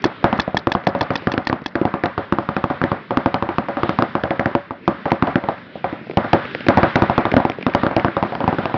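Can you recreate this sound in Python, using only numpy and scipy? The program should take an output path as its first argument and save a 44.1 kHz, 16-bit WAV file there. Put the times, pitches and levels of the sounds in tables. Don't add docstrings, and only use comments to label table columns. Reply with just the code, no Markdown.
import sys
import numpy as np
from scipy import signal
from scipy.io import wavfile
from scipy.ndimage import uniform_filter1d

SR = 44100
rng = np.random.default_rng(int(sys.argv[2]) if len(sys.argv) > 2 else 0)


def pcm_store(signal):
    levels = np.round(np.clip(np.atleast_2d(signal), -1, 1) * 32767)
    wavfile.write(sys.argv[1], SR, levels.astype(np.int16).T)


def undo_db(level):
    steps = np.asarray(level, float) / 20
    return 10 ** steps


N = 386757

# frequency in Hz, level in dB per Hz.
WIND_COLOUR = [(40, -23), (189, 1.5), (989, -15.5), (1890, -3), (2150, -10), (2650, -7.5), (4380, -24),
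               (6000, -46.5)]
WIND_DB = -44
# time in seconds, gust level in dB.
GUSTS = [(0.0, 1.5), (0.44, -2.5), (0.8, -10.5), (1.17, 2.5), (1.63, -9.5), (2.22, -3), (2.52, -3.5),
         (2.85, -1), (3.5, -3), (3.9, 3.5), (4.5, -8), (5.3, -1), (5.57, -3.5), (6.2, 0), (6.4, 5.5),
         (6.9, 8), (7.5, 0), (8.77, 4)]
RUMBLE_DB, RUMBLE_PER_GUST = 6.5, 0.69

# start in seconds, level in dB.
SHOTS = [
    (0.0416, -16.5),
    (0.398, -18),
    (0.5697, -18),
    (0.7188, -20),
    (0.869, -21.5),
    (1.0099, -20.5),
    (1.156, -20.5),
    (1.3186, -26.5),
    (1.4711, -21),
    (1.661, -25.5),
]
# frequency in Hz, level in dB, decay time T60 in seconds.
BARREL_MODES = [(278, -0.5, 0.041), (900, 11, 0.011), (1754, 6.5, 0.027), (2550, -7, 0.037),
                (3413, -2, 0.044), (4230, -8.5, 0.023), (5230, -16, 0.022)]

# centre in Hz, width in Hz, level in dB, decay time T60 in seconds.
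SCATTER_BANDS = [(122, 130, -15, 0.33), (267, 214, -4.5, 0.15), (650, 335, -4, 0.19),
                 (1183, 664, -12.5, 0.5), (1830, 590, -24.5, 1), (3000, 1460, -36.5, 0.85)]
SHOT_SCATTER_DB = -8.5

# start in seconds, strength in dB, squareness in dB (square hit
# above 0, glancing below), crack pitch in Hz.
SLAPS = [(0.054, -19, -0.5, 325), (0.242, -10.5, 0.5, 873), (0.328, -15.5, -6.5, 926),
         (0.3898, -29, 9, 1210), (0.4784, -27, 4, 630), (0.5455, -25, 5, 690), (0.671, -20.5, 7.5, 1090),
         (0.7508, -18, 2.5, 1060), (0.8711, -17.5, 5, 710), (0.95, -19.5, -5, 910),
         (1.0132, -19.5, -2, 895), (1.1051, -17, -6, 1326), (1.2714, -17, -1.5, 1606),
         (1.3391, -24.5, -2.5, 2630), (1.378, -21.5, 1.5, 1570), (1.4983, -21, 2.5, 1790),
         (1.5282, -22, 4, 1000), (1.7543, -19, -1, 1600), (1.8144, -23.5, 4, 329),
         (1.8528, -18.5, 0.5, 763), (1.9398, -20.5, -2, 1090), (2.0372, -16, -2.5, 1774),
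         (2.057, -27.5, 5.5, 790),
         (2.1786, -18.5, -3.5, 1184), (2.3241, -19.5, 4.5, 1182), (2.3855, -20.5, 2.5, 1090),
               (2.4895, -20, 0, 1175), (2.5661, -19.5, 0, 1390), (2.6407, -22, 7, 1100),
               (2.701, -18.5, -6.5, 1170), (2.8155, -19, 0.5, 1402), (2.839, -19, 3, 1820),
               (2.9172, -18.5, 0, 1100), (3.1075, -18, -6.5, 1050), (3.1721, -17.5, 3, 1188),
               (3.2598, -18.5, 5.5, 925), (3.3426, -17.5, -2, 910), (3.4248, -19.5, 0, 1030),
               (3.4896, -18.5, -9, 950), (3.5836, -19.5, 3.5, 1135), (3.685, -18.5, -11.5, 1060),
               (3.7699, -18.5, -9.5, 1400), (3.8331, -18.5, 2.5, 1210), (3.8926, -19.5, 0, 1157),
               (3.988, -17.5, 3.5, 1040), (4.023, -18, 3, 1200), (4.1527, -18, 1, 1072),
               (4.237, -18, -1.5, 1730), (4.3068, -17.5, -3.5, 2030), (4.395, -17, -1.5, 1825),
               (4.4582, -17.5, 1.5, 1678), (4.5511, -20.5, 7, 976),
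         (4.7082, -28.5, 1, 1060), (4.878, -15.5, 2.5, 1014), (5.0554, -15.5, -14.5, 866),
          (5.1181, -18, 8.5, 880), (5.2242, -16.5, 3.5, 1170), (5.271, -15.5, -14, 800),
          (5.3566, -18.5, 2, 1570), (5.4388, -26, -5.5, 950), (5.487, -18, -1.5, 856),
          (5.756, -35.5, 2, 606), (5.8431, -17.5, -9, 795), (5.9274, -26.5, -5.5, 305),
          (6.1718, -12, -1.5, 740), (6.2426, -18.5, -26, 710), (6.332, -9, 2, 785),
         (6.685, -7.5, -1, 1644), (6.7728, -9.5, -1.5, 815), (6.8313, -10, -2, 1247),
                (6.9566, -11, -1, 1683), (7.021, -12.5, 2.5, 930), (7.0976, -15.5, -0.5, 915),
                (7.1793, -12.5, 0, 1060), (7.2533, -16, -3.5, 1026), (7.3397, -23.5, 12, 677),
                (7.366, -13, 5.5, 597), (7.4012, -18.5, -3.5, 840), (7.4514, -21.5, 8, 820),
                (7.499, -27.5, 3, 650),
         (7.6657, -17, -2, 1100), (7.749, -13.5, 2.5, 925), (7.834, -18, -1.5, 1210),
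               (7.8659, -19, 2.5, 1410), (7.912, -23, -5, 830), (7.9657, -14, 0.5, 653),
               (8.0466, -16.5, 3, 1020), (8.0831, -30, 8.5, 1490), (8.1674, -18.5, -1, 1150),
               (8.2265, -18.5, -0.5, 970), (8.322, -22.5, -10, 600), (8.3527, -27, -1, 930),
               (8.4041, -18.5, -10, 950), (8.441, -24, 1.5, 1000), (8.478, -15, -0.5, 870),
               (8.5276, -24.5, 1.5, 900), (8.585, -18, -4.5, 1450), (8.635, -30.5, -2.5, 920),
               (8.6556, -21.5, -2.5, 1093), (8.697, -25.5, -6.5, 770), (8.7419, -18.5, -4.5, 950),
         (8.236, -22, 0, 800),
    (7.322, -27, -1, 400),
]
ALL_SLAPS = SLAPS
# frequency in Hz, level in dB, decay time T60 in seconds, phase lead in radians.
BUNKER_MODES = [(103, -2, .043, 2.7), (205, -2, .079, -.4), (259, 5, .048, .8), (336, -1, .1, .4),
                (480, 0, .028, .3), (558, -5, .19, -.7), (682, -6, .1, 2.1), (737, -10, .16, 1.3),
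                (772, -10, .16, 2.7), (985, -15, .2, -1.3), (1190, -15, .25, .5)]
SKIN_TOP_HZ = 500
CRACK_DB, THUMP_DB, SNAP_DB = 15, 1, -5.5
CRACK_PER_SQUARE, THUMP_PER_SQUARE, SNAP_LOST_SQUARE, SNAP_LOST_GLANCING = 0.93, 1, 0.61, 0.29
THUMP_DB_PER_OCTAVE, USUAL_CRACK_HZ = 1.5, 1100

# start in seconds, knock level in dB, thud level in dB.
SPLATS = [(0.227, -45, -34), (0.8382, -42, -35), (1.2213, -48, -33), (1.617, -49, -29.5), (3.639, -44, -39),
          (4.5114, -49, -32), (6.013, -52, -34), (4.855, -45, -47), (5.105, -29, -46), (5.5805, -46, -34.5),
          (6.07, -55, -36), (6.097, -43, -26), (6.111, -39, -28), (6.1343, -47, -30.5), (6.4518, -30, -28),
          (6.5118, -35, -43), (6.5485, -25.5, -21), (6.606, -30, -30), (6.6654, -23.5, -19.5),
          (7.3161, -21.5, -24), (7.5181, -35, -40), (7.5844, -46, -26), (7.61, -37, -32.5),
          (7.6264, -30, -30), (7.6974, -34.5, -41), (7.737, -30, -31), (7.815, -32, -49.5),
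          (7.9963, -27, -20.5), (8.271, -42, -34), (8.545, -37, -25.5)]
# start in seconds, level in dB.
BURSTS = [(0.328, -24.5), (1.1051, -29), (1.2714, -27), (1.379, -20), (1.5282, -23.5), (1.755, -25),
          (2.0576, -18), (2.5654, -25.5), (2.8393, -26), (3.1715, -20), (3.3427, -16), (3.5832, -19),
          (3.8324, -21.5), (3.8932, -18), (4.023, -20.5), (4.236, -21), (4.3073, -24), (4.3958, -23),
          (4.879, -26), (5.357, -23), (6.1716, -14), (6.331, -14), (6.9584, -10.5), (7.2531, -17.5),
          (7.498, -20), (7.6659, -23), (7.749, -11), (7.9646, -17), (8.351, -26.5), (8.6556, -20.5)]

CEILING = .675
LEAK_DB = -28


def unit(x):
    return x / np.sqrt(np.mean(x ** 2))


def band(x, hz, width_hz):
    low = np.sqrt(hz ** 2 + width_hz ** 2 / 4) - width_hz / 2
    return signal.sosfilt(signal.butter(2, [low, low + width_hz], "band", fs=SR, output="sos"), x)


def fade(t, t60):
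    return np.exp(-np.log(1000) * t / t60)


def ring(t, hz, t60, lead):
    return fade(t, t60) * np.sin(2 * np.pi * hz * t + lead)


def add(track, s, sound):
    i = int(s * SR)
    track[i:i + len(sound)] += sound[:len(track) - i]


def walk(rate):
    hold = int(SR / rate)
    steps = np.repeat(rng.standard_normal(N // hold + 1), hold)
    return 1.7 * uniform_filter1d(steps, hold)[:N]


def wind():
    hz_points, db_points = np.transpose(WIND_COLOUR)
    gust_db = np.interp(np.arange(N) / SR, *np.transpose(GUSTS))
    rumble_db = RUMBLE_DB + RUMBLE_PER_GUST * gust_db
    out = 0
    for hz in 50 * 2 ** np.arange(0, 7, .5):
        colour_db = np.interp(np.log(hz), np.log(hz_points), db_points) + 10 * np.log10(hz)
        flicker_db = 2.0 * walk(15)
        swell_db = rumble_db if hz < 600 else gust_db
        air = unit(band(rng.standard_normal(N), hz, hz / 3))
        out = out + undo_db(colour_db + flicker_db + swell_db) * air
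    return out * undo_db(WIND_DB - 30.5)


def marker():
    out, t = np.zeros(N), np.arange(int(SR / 20)) / SR
    chance = rng.standard_normal((len(SHOTS), len(BARREL_MODES), 2))
    gas = unit(band(rng.standard_normal((len(SHOTS), len(t))), 3800, 5900))
    valve = 1 / (1 + np.exp((t - .0075) / 0.00044))
    opening = valve + undo_db(-17.5) * fade(t, .08)
    for (s, db), shot_chance, hiss in zip(SHOTS, chance, gas):
        pipe = np.zeros(len(t))
        for (hz, mode_db, t60), (level, pitch) in zip(BARREL_MODES, shot_chance):
            pipe -= undo_db(mode_db + 2 * level) * ring(t, hz * (1 + 0.02 * pitch), t60, 1.0)
        bolt_back = band(hiss[::-1], 4300, 1800) * fade(t, 0.036)
        bolt_forward = hiss * fade(t, 0.014)
        add(out, s - .0002, undo_db(db + 2) * (pipe + undo_db(-5.5) * hiss) * opening)
        add(out, s + .018, undo_db(db - 7.5) * bolt_back)
        add(out, s - .02, undo_db(db - 15.5) * bolt_forward)
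    return out


def scatter():
    power = np.zeros(N)
    for s, strength_db, _, _ in ALL_SLAPS:
        power[int(s * SR)] = undo_db(2 * strength_db)
    for s, db in SHOTS:
        power[int(s * SR)] += undo_db(2 * (db + SHOT_SCATTER_DB))
    power = np.convolve(power, np.hanning(200) / 100)[:N]
    out = 0
    for hz, width_hz, db, t60 in SCATTER_BANDS:
        wash = signal.lfilter([1], [1, -fade(2 / SR, t60)], power)
        patches = undo_db(1.2 * walk(150))
        out = out + np.sqrt(wash) * patches * undo_db(db) * unit(band(rng.standard_normal(N), hz, width_hz))
    return out


def slaps():
    out, t = np.zeros(N), np.arange(int(SR / 4)) / SR
    chance = rng.standard_normal((len(ALL_SLAPS), len(BUNKER_MODES), 3))
    shell = unit(band(rng.standard_normal((len(ALL_SLAPS), 300)), 1800, 1700))
    push = np.hanning(16) / 8
    snap_fade = np.exp(-(t[:300] / 0.0029) ** 2)
    for (s, strength_db, square, crack_hz), slap_chance, grit in zip(ALL_SLAPS, chance, shell):
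        crack_db = strength_db + CRACK_DB + CRACK_PER_SQUARE * square
        crack_pitch_db = THUMP_DB_PER_OCTAVE * np.log2(crack_hz / USUAL_CRACK_HZ)
        thump_db = strength_db + THUMP_DB + THUMP_PER_SQUARE * square + crack_pitch_db
        snap_db = strength_db + SNAP_DB - max(SNAP_LOST_SQUARE * square, -SNAP_LOST_GLANCING * square)
        crack_fade = np.exp(-(t * crack_hz / 2.14) ** 2)
        crack = undo_db(crack_db) * crack_fade * np.sin(2 * np.pi * crack_hz * t + 0.092)
        body = np.zeros(len(t))
        for (hz, db, t60, lead), (share, pitch, turn) in zip(BUNKER_MODES, slap_chance):
            drive_db = thump_db if hz < SKIN_TOP_HZ else strength_db + 0.5
            mode = ring(t, hz * (1 + 0.011 * pitch), t60, lead + 0.59 * turn)
            body += undo_db(db + 2.9 * share + drive_db) * mode
        add(out, s - .0002, np.convolve(crack + body, push))
        add(out, s - .0002, undo_db(snap_db) * grit * snap_fade)
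    return out


def splats():
    out, t = np.zeros(N), np.arange(int(SR / 25)) / SR
    noise = rng.standard_normal((len(SPLATS), len(t)))
    for (s, knock_db, thud_db), grit in zip(SPLATS, noise):
        knock = undo_db(knock_db + 12.5) * unit(band(grit, 2000, 860)) * fade(t, 0.013)
        tick = undo_db(knock_db - 9) * unit(band(grit, 3000, 3000)) * fade(t, 0.0051)
        thud = undo_db(thud_db + 7.5) * unit(band(grit, 240, 360)) * fade(t, 0.036)
        add(out, s, knock + tick + thud)
    return out


def bursts():
    out, t = np.zeros(N), np.arange(300) / SR
    shell = unit(band(rng.standard_normal((len(BURSTS), 300)), 2000, 2200))
    for (s, db), grit in zip(BURSTS, shell):
        add(out, s, undo_db(db + 1.5) * grit * np.exp(-(t / 0.0018) ** 2))
    return out


def scene():
    mix = wind() + marker() + scatter() + slaps() + splats() + bursts()
    return mix[None]


def low_pass(x):
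    return signal.sosfilt(signal.butter(12, 16900, fs=SR, output="sos"), x)


def record(dry):
    x = signal.sosfilt(signal.butter(3, 65, "high", fs=SR, output="sos"), dry)
    x = signal.sosfilt(signal.butter(6, 5400, fs=SR, output="sos"), x)
    flattened = x / (1 + np.abs(x / CEILING) ** 6) ** (1 / 6)
    filtered = signal.sosfilt(signal.butter(7, 5600, fs=SR, output="sos"), flattened)
    return low_pass(filtered + undo_db(LEAK_DB) * flattened)


dry = scene()
out = record(dry)
pcm_store(out)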